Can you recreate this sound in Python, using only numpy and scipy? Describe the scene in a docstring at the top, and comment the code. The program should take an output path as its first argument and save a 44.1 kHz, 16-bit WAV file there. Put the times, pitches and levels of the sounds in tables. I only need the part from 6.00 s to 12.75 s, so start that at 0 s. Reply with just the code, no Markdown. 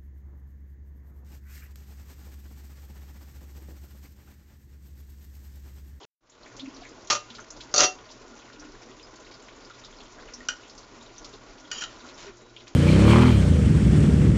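"""A scrap of simmer is cut off after 52 ms; after a short silence the simmer of a pot of greens fades in.
Noise bands, ringing bubbles and pot air make the simmer; noise bursts and wavering tones make spits and glugs.
A thin tin lid is put down, knocked and rattles to rest; later a steel spatula taps and scrapes the pot.
Both are banks of decaying modes set off by clicks and rubbing, echoed by a small kitchen.
A low hum lies beneath, and near the end a faint steam whistle sounds."""
import sys
import numpy as np
from scipy import signal
from scipy.io import wavfile

SR = 44100
rng = np.random.default_rng(int(sys.argv[2]) if len(sys.argv) > 2 else 0)


def output_pcm(signal):
    """Save a mono or channel-first signal as 16-bit PCM at the path in sys.argv[1].

    Samples are clipped to [-1, 1] before scaling.
    """
    pcm = np.clip(np.atleast_2d(signal).T, -1, 1) * 32767
    wavfile.write(sys.argv[1], SR, np.round(pcm).astype(np.int16))


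N = 297675

# Swing of the simmer, which swells under the stirring and sinks when the greens fall back.
# Each row: time in seconds, relative level in dB.
SIMMER_SWING = [(0, 0.5), (5.66, 0.62), (6.28, 3), (6.34, -3), (6.75, -3)]
# Spectrum of the gurgling broth. Each row: frequency in Hz, relative density in dB per Hz.
GURGLE_SPECTRUM = [(15, -28), (27, 13), (48, 1.5), (80, -4), (172, -5.5), (265, 3.5), (400, 3.5),
                   (635, -3.5), (850, -4), (1030, -2.5), (1220, -7.5), (1410, -3.5), (1750, -37.5),
                   (2900, -54.5)]
# Spectrum of the sizzle. Each row: frequency in Hz, relative density in dB per Hz.
SIZZLE_SPECTRUM = [(900, -22), (1500, -4), (1800, 1.5), (3500, -3), (6500, -2), (9000, -29)]
# Air resonances of the pot, kept humming by the boil.
# Each row: frequency in Hz, mean level in dB, decay time t60 in seconds.
POT_AIR_MODES = [(631, -12, 0.057), (1011, -14.5, 0.069), (1144, -14, 0.019), (1428, -11.5, 0.048)]
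# Louder bubbles spitting. Each row: start in seconds, relative level in dB, centre in Hz,
# bandwidth as a fraction of the centre.
LOUD_SPITS = [(0.2976, -37, 6760, 0.24), (0.3206, -42.5, 3700, 0.26), (0.4605, -36.5, 1920, 0.43),
              (0.566, -37, 5970, 0.69), (0.596, -31.5, 3650, 0.4), (0.6587, -40.5, 2500, 0.34),
              (0.7635, -41, 4440, 0.73), (0.8328, -39.5, 1900, 0.61), (0.851, -37.5, 2000, 0.32),
              (1.072, -39, 6240, 0.32), (1.302, -36, 3270, 0.45), (1.35, -34, 3580, 1),
              (1.384, -33.5, 1230, 0.43), (1.4, -39, 6400, 0.12), (1.504, -32.5, 6350, 0.41),
              (1.5654, -42, 5070, 0.64), (1.6067, -32.5, 3570, 1), (2.1132, -38, 5040, 0.57),
              (2.4975, -43.5, 1610, 0.49), (2.596, -38, 5700, 0.26), (2.621, -39.5, 1280, 0.68),
              (3.028, -38, 5050, 0.07), (3.3115, -41, 4420, 0.6), (3.3383, -40, 4840, 0.28),
              (3.485, -41, 2140, 1), (3.649, -41, 5070, 0.25), (3.6986, -35.5, 1370, 0.15),
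              (3.8472, -37.5, 4280, 1), (4.0036, -39, 3370, 0.51), (4.1849, -39.5, 1350, 0.61),
              (4.2845, -39.5, 1810, 1), (4.336, -29, 5660, 0.18), (4.404, -34.5, 1950, 0.087),
              (4.6953, -35, 5130, 0.27), (4.779, -36, 5330, 0.61), (5.1803, -36, 6070, 0.16),
              (5.245, -33, 4700, 0.97), (6.0455, -36, 1350, 0.11), (6.564, -35.5, 3000, 0.49),
              (6.603, -42.5, 3320, 0.62), (6.669, -38.5, 2180, 1), (6.678, -38.5, 5000, 1)]
# Low glugs of the broth. Each row: time of the peak in seconds, level in dB before flutter,
# mean pitch in Hz, time from the peak to 1/e in seconds.
GLUG_EVENTS = [(0.637, -36.5, 262.6, 0.03), (0.684, -34.5, 270, 0.01), (0.75, -50, 275, 0.17),
               (0.826, -43, 714, 0.0067), (2.646, -48, 301, 0.065), (4.374, -51, 245, 0.075),
               (6.055, -47.5, 250, 0.033), (6.282, -42.5, 400, 0.017), (6.363, -55.5, 353, 0.34)]
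# Lid striking the counter. Each row: time in seconds, relative level in dB,
# place struck from 0 (centre) to 1 (rim).
LID_BLOWS = [(1.1004, -7, 0), (1.104, -11, 0.1), (1.126, -17.5, 0.38), (1.15, -19, 0.12),
             (1.7397, -14.5, 0.73), (1.761, -16.5, 0.9), (1.778, -12.5, 1), (1.791, -12.5, 0.18),
             (1.805, -9.5, 0.58), (1.838, -18, 0.81)]
# Lid edge chattering. The row: start, rise, hold and fall, all in seconds.
LID_CHATTER = (1.772, .033, .04, .02)
# Modes of the lid. Each row: frequency in Hz, relative level in dB struck at the centre,
# the same at the rim, decay time t60 in seconds.
LID_MODES = [(114, -23.5, -52, 0.46), (400, -17, -4, 0.11), (507, -17.5, -2.5, 0.19), (590, -10.5, -1, 0.2),
             (739.4, -21.5, -4, 0.98), (1218, 0, -7, 0.12), (1370, -3.5, -2, 0.085), (1490, -35, -18, 0.12),
             (1950, -13, -35, 0.065), (2510, -15, -35, 0.29), (2733, -20, -11, 0.46),
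             (2980, -11, -19, 0.08), (3660, -38, -2, 0.59), (3990, -7, -0.5, 0.057),
             (4270, -21, -20.5, 0.087), (4440, -12, 2.5, 0.097), (4580, -15, -9, 0.083),
             (4770, -19.5, 3, 0.1), (5040, -18.5, -6.5, 0.1), (5230, 5, 7.5, 0.02), (5620, -6, -15, 0.11),
             (5790, -12, 7.5, 0.11), (6095, -0.5, 5.5, 0.044), (6280, -29, -22, 0.25),
             (6375, 0, 10.5, 0.024), (6600, -4, -1, 0.041), (6660, -17, 6, 0.054), (7130, -18, -1, 0.096)]
# Ringing metal comes to rest and is damped until struck again.
# Each row: start in seconds, added loss in dB per second.
METAL_RESTS = [(1.16, 148), (1.89, 495), (5.848, 902)]
# Spatula touching the pot. Each row: time in seconds, relative level in dB,
# place struck from 0 (wall) to 1 (bottom).
SPATULA_TAPS = [(4.4859, -14, 0.1), (5.714, -17.5, 0.43), (5.812, -24, .65), (5.822, -23, 0.45),
                (5.837, -22.5, 1), (6.267, -38.5, 0.94)]
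# Spatula sliding in the pot. Each row: start in seconds, hold in seconds, relative level in dB,
# wetness from 0 to 1.
SPATULA_SCRAPES = [(5.719, 0.091, -42.5, 0.4), (5.811, 0.018, -38.5, 0.74), (5.883, 0.076, -48.5, .97),
                   (6.05, 0.037, -46.5, 0.94), (6.17, 0.076, -41.5, 0.95)]
# Modes of pot and spatula. Each row: frequency in Hz, relative level in dB struck at the wall,
# the same at the bottom, decay time t60 in seconds.
POT_MODES = [(795, -29.5, -22, 0.1), (1350, -39, -1, 0.45), (1463, 3, -8, 0.06), (1527, -8, -21, 0.048),
             (1846, -16, -6, 0.135), (2466, -4, -8, 0.052), (2870, -1.5, -9.5, 0.074),
             (2950, -2, -3, 0.076), (3123, -4, 4, 0.037), (3900, -25, -9, 0.11), (4370, -13, -11, 0.089),
             (4780, -9, -3, .07), (5280, -18, -4, 0.027), (5790, 7, 1.5, 0.017), (6600, -19, -9, 0.022),
             (6760, -10, -1, 0.058), (7540, -1, -7, 0.029)]
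# Faint steam whistle. The row: start, rise, hold and fall in seconds, level in dB of the sine's peak.
WHISTLE_EVENT = (6.35, .05, .1, .06, -65)

GURGLE_DB, SIZZLE_DB = -52.5, -57  # before the swing of the simmer
HUM_HZ, HUM_DB, WHISTLE_HZ = 118.1, -65, 3890
CHATTER_DB, SCRAPE_RISE_S, SCRAPE_FALL_S = -19.5, 0.0093, 0.02
CONTACT_S = 0.002  # a blow rolls over the metal this long
SECOND_PLACE_CRACK_DB = -2.5  # a blow cracks less at rim or bottom
METAL_LOW_HZ = 70  # the metal sounds carry no deep bass
KITCHEN_T60_S, KITCHEN_DB = 0.2, -7.5
CUT_S, BACK_S, FADE_FROM_S, FADE_IN_S, OPENING_DB = 0.052, 0.208, 0.2, 0.34, 0.5
TREBLE_EDGE_HZ, CUTOFF_HZ, HISS_DB = 7260, 15800, -99


def amp(db):
    """Level to amplitude: 20 dB is a factor of ten."""
    return 10 ** (np.asarray(db) / 20)


def rms_one(x):
    """Normalization of the signal to rms 1."""
    return x / np.sqrt(np.mean(x ** 2) + 1e-20)


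def highpass(order, hz, x):
    """Attenuation below a corner frequency by a Butterworth filter."""
    return signal.sosfilt(signal.butter(order, hz, "high", fs=SR, output="sos"), x)


def in_time(rows):
    """Linear interpolation of a two-column table at every sample."""
    return np.interp(np.arange(N) / SR, *np.transpose(rows))


def swell(start, rise, hold, fall):
    """Envelope 0-1 with square-law rise and fall."""
    corners = np.cumsum([start, rise, hold, fall])
    return in_time(list(zip(corners, [0, 1, 1, 0]))) ** 2


def drift(rate):
    """Slow random fluctuation: noise low-passed near the rate in Hz, rms 1, held for 40 samples a step."""
    r = np.exp(-80 * np.pi * rate / SR)
    noise = rng.standard_normal(N // 40 + 2001)
    slow = signal.lfilter([1], [1, -2 * r, r * r], noise)[2000:]
    return np.repeat(rms_one(slow), 40)[:N]


def ring(drive, hz, t60):
    """Damped resonance: a unit click sets off a decaying sine of initial height 1."""
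    r, w = amp(-60 / (t60 * SR)), 2 * np.pi * hz / SR
    return signal.lfilter([0, np.sin(w)], [1, -2 * r * np.cos(w), r * r], drive + 1e-18)


def grains(per_s, spread_db):
    """Random impulses of uneven size and sign model irregular contact; rms 1."""
    sizes = amp(spread_db * np.minimum(rng.exponential(1, N), 4))
    signs = rng.choice([-1, 1], N)
    return rms_one(sizes * signs * (rng.random(N) < per_s / SR))


def banded_noise(spectrum, shared_db, own_db, rate):
    """Spectral superposition: quarter-octave noise bands flicker together and alone; rms 1."""
    white = rng.standard_normal((2, N))
    hz, db = np.transpose(spectrum)
    octaves = np.log2(min(hz[-1], 9000) / hz[0])
    edges = hz[0] * 2 ** (np.arange(4 * octaves) / 4)
    out, together = 0, drift(rate)
    for k, (low, high) in enumerate(zip(edges, edges[1:])):
        bandpass = signal.butter(2, [low, high], "band", fs=SR, output="sos")
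        band = signal.sosfilt(bandpass, white[k % 2])  # neighbours use different noise
        level_db = np.interp(np.log(low * high) / 2, np.log(hz), db)
        flicker_db = shared_db * together + own_db * drift(rate)
        out = out + band * amp(level_db + flicker_db)
    return rms_one(out)


def bubbling(per_s=60.0, cycles=72.0):
    """Bubble resonance: bubbles rising in the broth ring briefly at low pitches; rms 1."""
    born = grains(per_s, spread_db=3.0)
    dealt = rng.integers(0, 16, N)  # which pitch each bubble takes
    out = np.zeros(N)
    for k, hz in enumerate(np.geomspace(235, 1500, 16)):
        out += ring(born * (dealt == k), hz, cycles / hz) * hz ** -0.2
    return rms_one(out)


def pot_air():
    """Cavity resonance: noise of the boil held in the air of the pot."""
    out = np.zeros(N)
    for hz, db, t60 in POT_AIR_MODES:
        tone = rms_one(ring(rng.standard_normal(N), hz, t60))
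        out += amp(db + 2.07 * drift(3.3)) * tone
    return out


def simmer(simmer_db, sizzle_db):
    """Superposition of broth noise, bubbles, pot air and brighter sizzle, all under one swing."""
    gurgle = banded_noise(GURGLE_SPECTRUM, shared_db=1.94, own_db=1.5, rate=14.7)
    broth = gurgle + amp(-8.0) * bubbling() + pot_air()
    sizzle = banded_noise(SIZZLE_SPECTRUM, shared_db=1.4, own_db=0.66, rate=53.0)
    return amp(GURGLE_DB + simmer_db) * broth + amp(sizzle_db) * sizzle


def low_hum():
    """Narrow-band noise: a sharp resonance driven by noise gives an uneven low hum."""
    return amp(HUM_DB) * rms_one(ring(rng.standard_normal(N), HUM_HZ, t60=0.43))


def spit(level_db, hz, width, noise, t60=0.11):
    """Bubble burst: a bright tick, then a puff of noise around one pitch, dying fast."""
    t = np.arange(len(noise)) / SR
    r = np.exp(-np.pi * hz * width / SR)
    poles = [1, -2 * r * np.cos(2 * np.pi * hz / SR), r * r]
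    puff = rms_one(signal.sosfilt([[1, 0, -1, *poles]] * 2, noise))
    puff = puff * amp(-60 * t / t60) * np.minimum(t / 0.00037, 1)
    tick = amp(4.5) * np.diff(noise, prepend=0) * np.exp(-t / 0.0018)
    return (puff + tick) * amp(level_db - 7.0)


def spitting(sizzle_db, small_per_s=31.0, over_db=5):
    """Poisson process: many small random bursts follow the sizzle among the loud ones."""
    size = SR // 8
    out, draws = np.zeros(N + size), rng.random((330, 4))
    times = np.cumsum(-np.log(draws[:, 0])) / small_per_s
    bursts = list(LOUD_SPITS)
    for s, (_, b, c, d) in zip(times, draws):
        if s < N / SR:
            level_db = sizzle_db[int(s * SR)] + over_db + 8 * b
            bursts.append((s, level_db, 1100 * 6.72 ** np.sqrt(c), 0.1 + 0.68 * d))
    for s, *shape in bursts:
        out[round(s * SR):][:size] += spit(*shape, rng.standard_normal(size))
    return out[:N]


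def glugs():
    """Frequency and amplitude modulation: large steam pockets swell and fade on one wavering pitch."""
    t = np.arange(N) / SR
    waver = np.cumsum(1 + 0.01344 * drift(15.8)) / SR  # warped time in seconds
    out, flutter = np.zeros(N), amp(2.7 * drift(32.0))
    for s, peak_db, hz, length in GLUG_EVENTS:
        near = slice(max(round((s - 3 * length) * SR), 0), round((s + 3 * length) * SR))
        envelope = np.exp(-((t[near] - s) / length) ** 2)
        out[near] += amp(peak_db) * envelope * np.sin(2 * np.pi * hz * waver[near])
    return out * flutter


def struck(modes, blows, rub, ring_db, crack_db, crack_t60, crack_hz, buzz_db):
    """Modal excitation: the place struck weights each mode, rubbing acts at the second, loose contact buzzes."""
    s, db, place = np.transpose(blows)
    at = (s * SR).round().astype(int)
    out, buzz = np.zeros(N), amp(buzz_db * drift(120.0))
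    live = slice(at.min() - 99, at.max() + SR // 2)
    for k, (hz, first_db, second_db, t60) in enumerate(modes):
        lags = (rng.random(len(at)) * CONTACT_S * SR).astype(int)
        mode_db = first_db + place * (second_db - first_db) + rng.standard_normal(len(at))
        clicks = np.zeros(N)
        clicks[at + lags] = amp(db + ring_db + mode_db) * rng.choice([-1, 1], len(at))
        drive = clicks[live] + rub[live] * amp(second_db) / np.sqrt(t60 * SR)
        mode_buzz = np.roll(buzz, 4000 * k)[live] ** min(0.15 / t60, 1)  # long rings buzz less
        out[live] += ring(drive, hz, t60) * mode_buzz
    clicks = np.zeros(N)
    clicks[at] = amp(db + crack_db + place * SECOND_PLACE_CRACK_DB)
    dying = signal.lfilter([1], [1, -amp(-60 / (crack_t60 * SR))], clicks + 1e-18)
    return out + dying * highpass(3, crack_hz, rng.standard_normal(N))


def lid():
    """Plate vibration: blows ring the thin tin, dense chatter rubs its rim as it settles."""
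    chatter = amp(CHATTER_DB) * swell(*LID_CHATTER) * grains(3000, spread_db=1.5)
    ringing = struck(LID_MODES, LID_BLOWS, amp(-4.0) * chatter, ring_db=-12.5,
                     crack_db=-10.5, crack_t60=0.11, crack_hz=300, buzz_db=3.5)
    return amp(-1) * highpass(2, 300, chatter) + ringing


def damping():
    """Added damping: a gain sinking steadily in dB from each rest until just before the next blow."""
    t, db = np.arange(N) / SR, np.zeros(N)
    blows = np.array([b[0] for b in list(LID_BLOWS) + list(SPATULA_TAPS)] + [N / SR])
    for s, loss_db_per_s in METAL_RESTS:
        until = blows[blows > s].min() - 0.002
        db -= loss_db_per_s * (t - s) * (t > s) * (t < until)
    return amp(db)


def kitchen(x):
    """Diffuse reverberation: convolution with decaying noise, as in a small hard room."""
    t = np.arange(SR // 2) / SR
    tail = rng.standard_normal(len(t)) * amp(-60 * t / KITCHEN_T60_S) * (t > 0.003)
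    return amp(KITCHEN_DB) * signal.fftconvolve(x, tail / np.sqrt(np.sum(tail ** 2)))[:N]


def spatula():
    """Friction and impact: dry sliding rings the pot, wet sliding through the greens only rustles."""
    rub, rustle, contact = 0, 0, grains(1500, spread_db=1.5)
    for start, length, db, wet in SPATULA_SCRAPES:
        stroke = amp(db) * swell(start, SCRAPE_RISE_S, length, SCRAPE_FALL_S) * contact
        rub = rub + (1 - wet) * stroke
        rustle = rustle + wet * stroke
    rustle = signal.sosfilt(signal.butter(1, [500, 7000], "band", fs=SR, output="sos"), rustle)
    ringing = struck(POT_MODES, SPATULA_TAPS, amp(10.0) * rub, ring_db=-15.0,
                     crack_db=-10.5, crack_t60=0.061, crack_hz=1260, buzz_db=5.0)
    return rustle, ringing


def steam_whistle():
    """Frequency modulation: a faint sine whose pitch wavers slightly."""
    *envelope, db = WHISTLE_EVENT
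    waver = np.cumsum(1 + 0.00223 * drift(20.0)) / SR
    return amp(db) * swell(*envelope) * np.sin(2 * np.pi * WHISTLE_HZ * waver)


def scene():
    """Superposition of the simmer and the metal, the latter with its room echo."""
    simmer_db = in_time(SIMMER_SWING)
    sizzle_db = SIZZLE_DB + simmer_db
    boil = simmer(simmer_db, sizzle_db) + spitting(sizzle_db) + glugs()
    rustle, pot_ringing = spatula()
    metal = highpass(2, METAL_LOW_HZ, (lid() + pot_ringing) * damping() + rustle)
    return (boil + low_hum() + metal + kitchen(metal) + steam_whistle())[None]


def record(dry):
    """Gain and band limiting: cut and fade in, steep treble roll-off, the faintest hiss, a final cutoff."""
    t = np.arange(N) / SR
    fade_in = np.clip((t - FADE_FROM_S) / FADE_IN_S, 0, 1) * (t > BACK_S)
    fader = np.where(t < CUT_S, amp(OPENING_DB), fade_in)
    roll_off = signal.cheby1(10, 0.5, TREBLE_EDGE_HZ, fs=SR, output="sos")
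    dull = signal.sosfilt(roll_off, dry * fader)
    hiss = amp(HISS_DB) * rng.standard_normal(dry.shape)
    cutoff = signal.cheby2(10, 30, CUTOFF_HZ, fs=SR, output="sos")
    return signal.sosfilt(cutoff, dull + hiss)


dry = scene()
out = record(dry)
output_pcm(out)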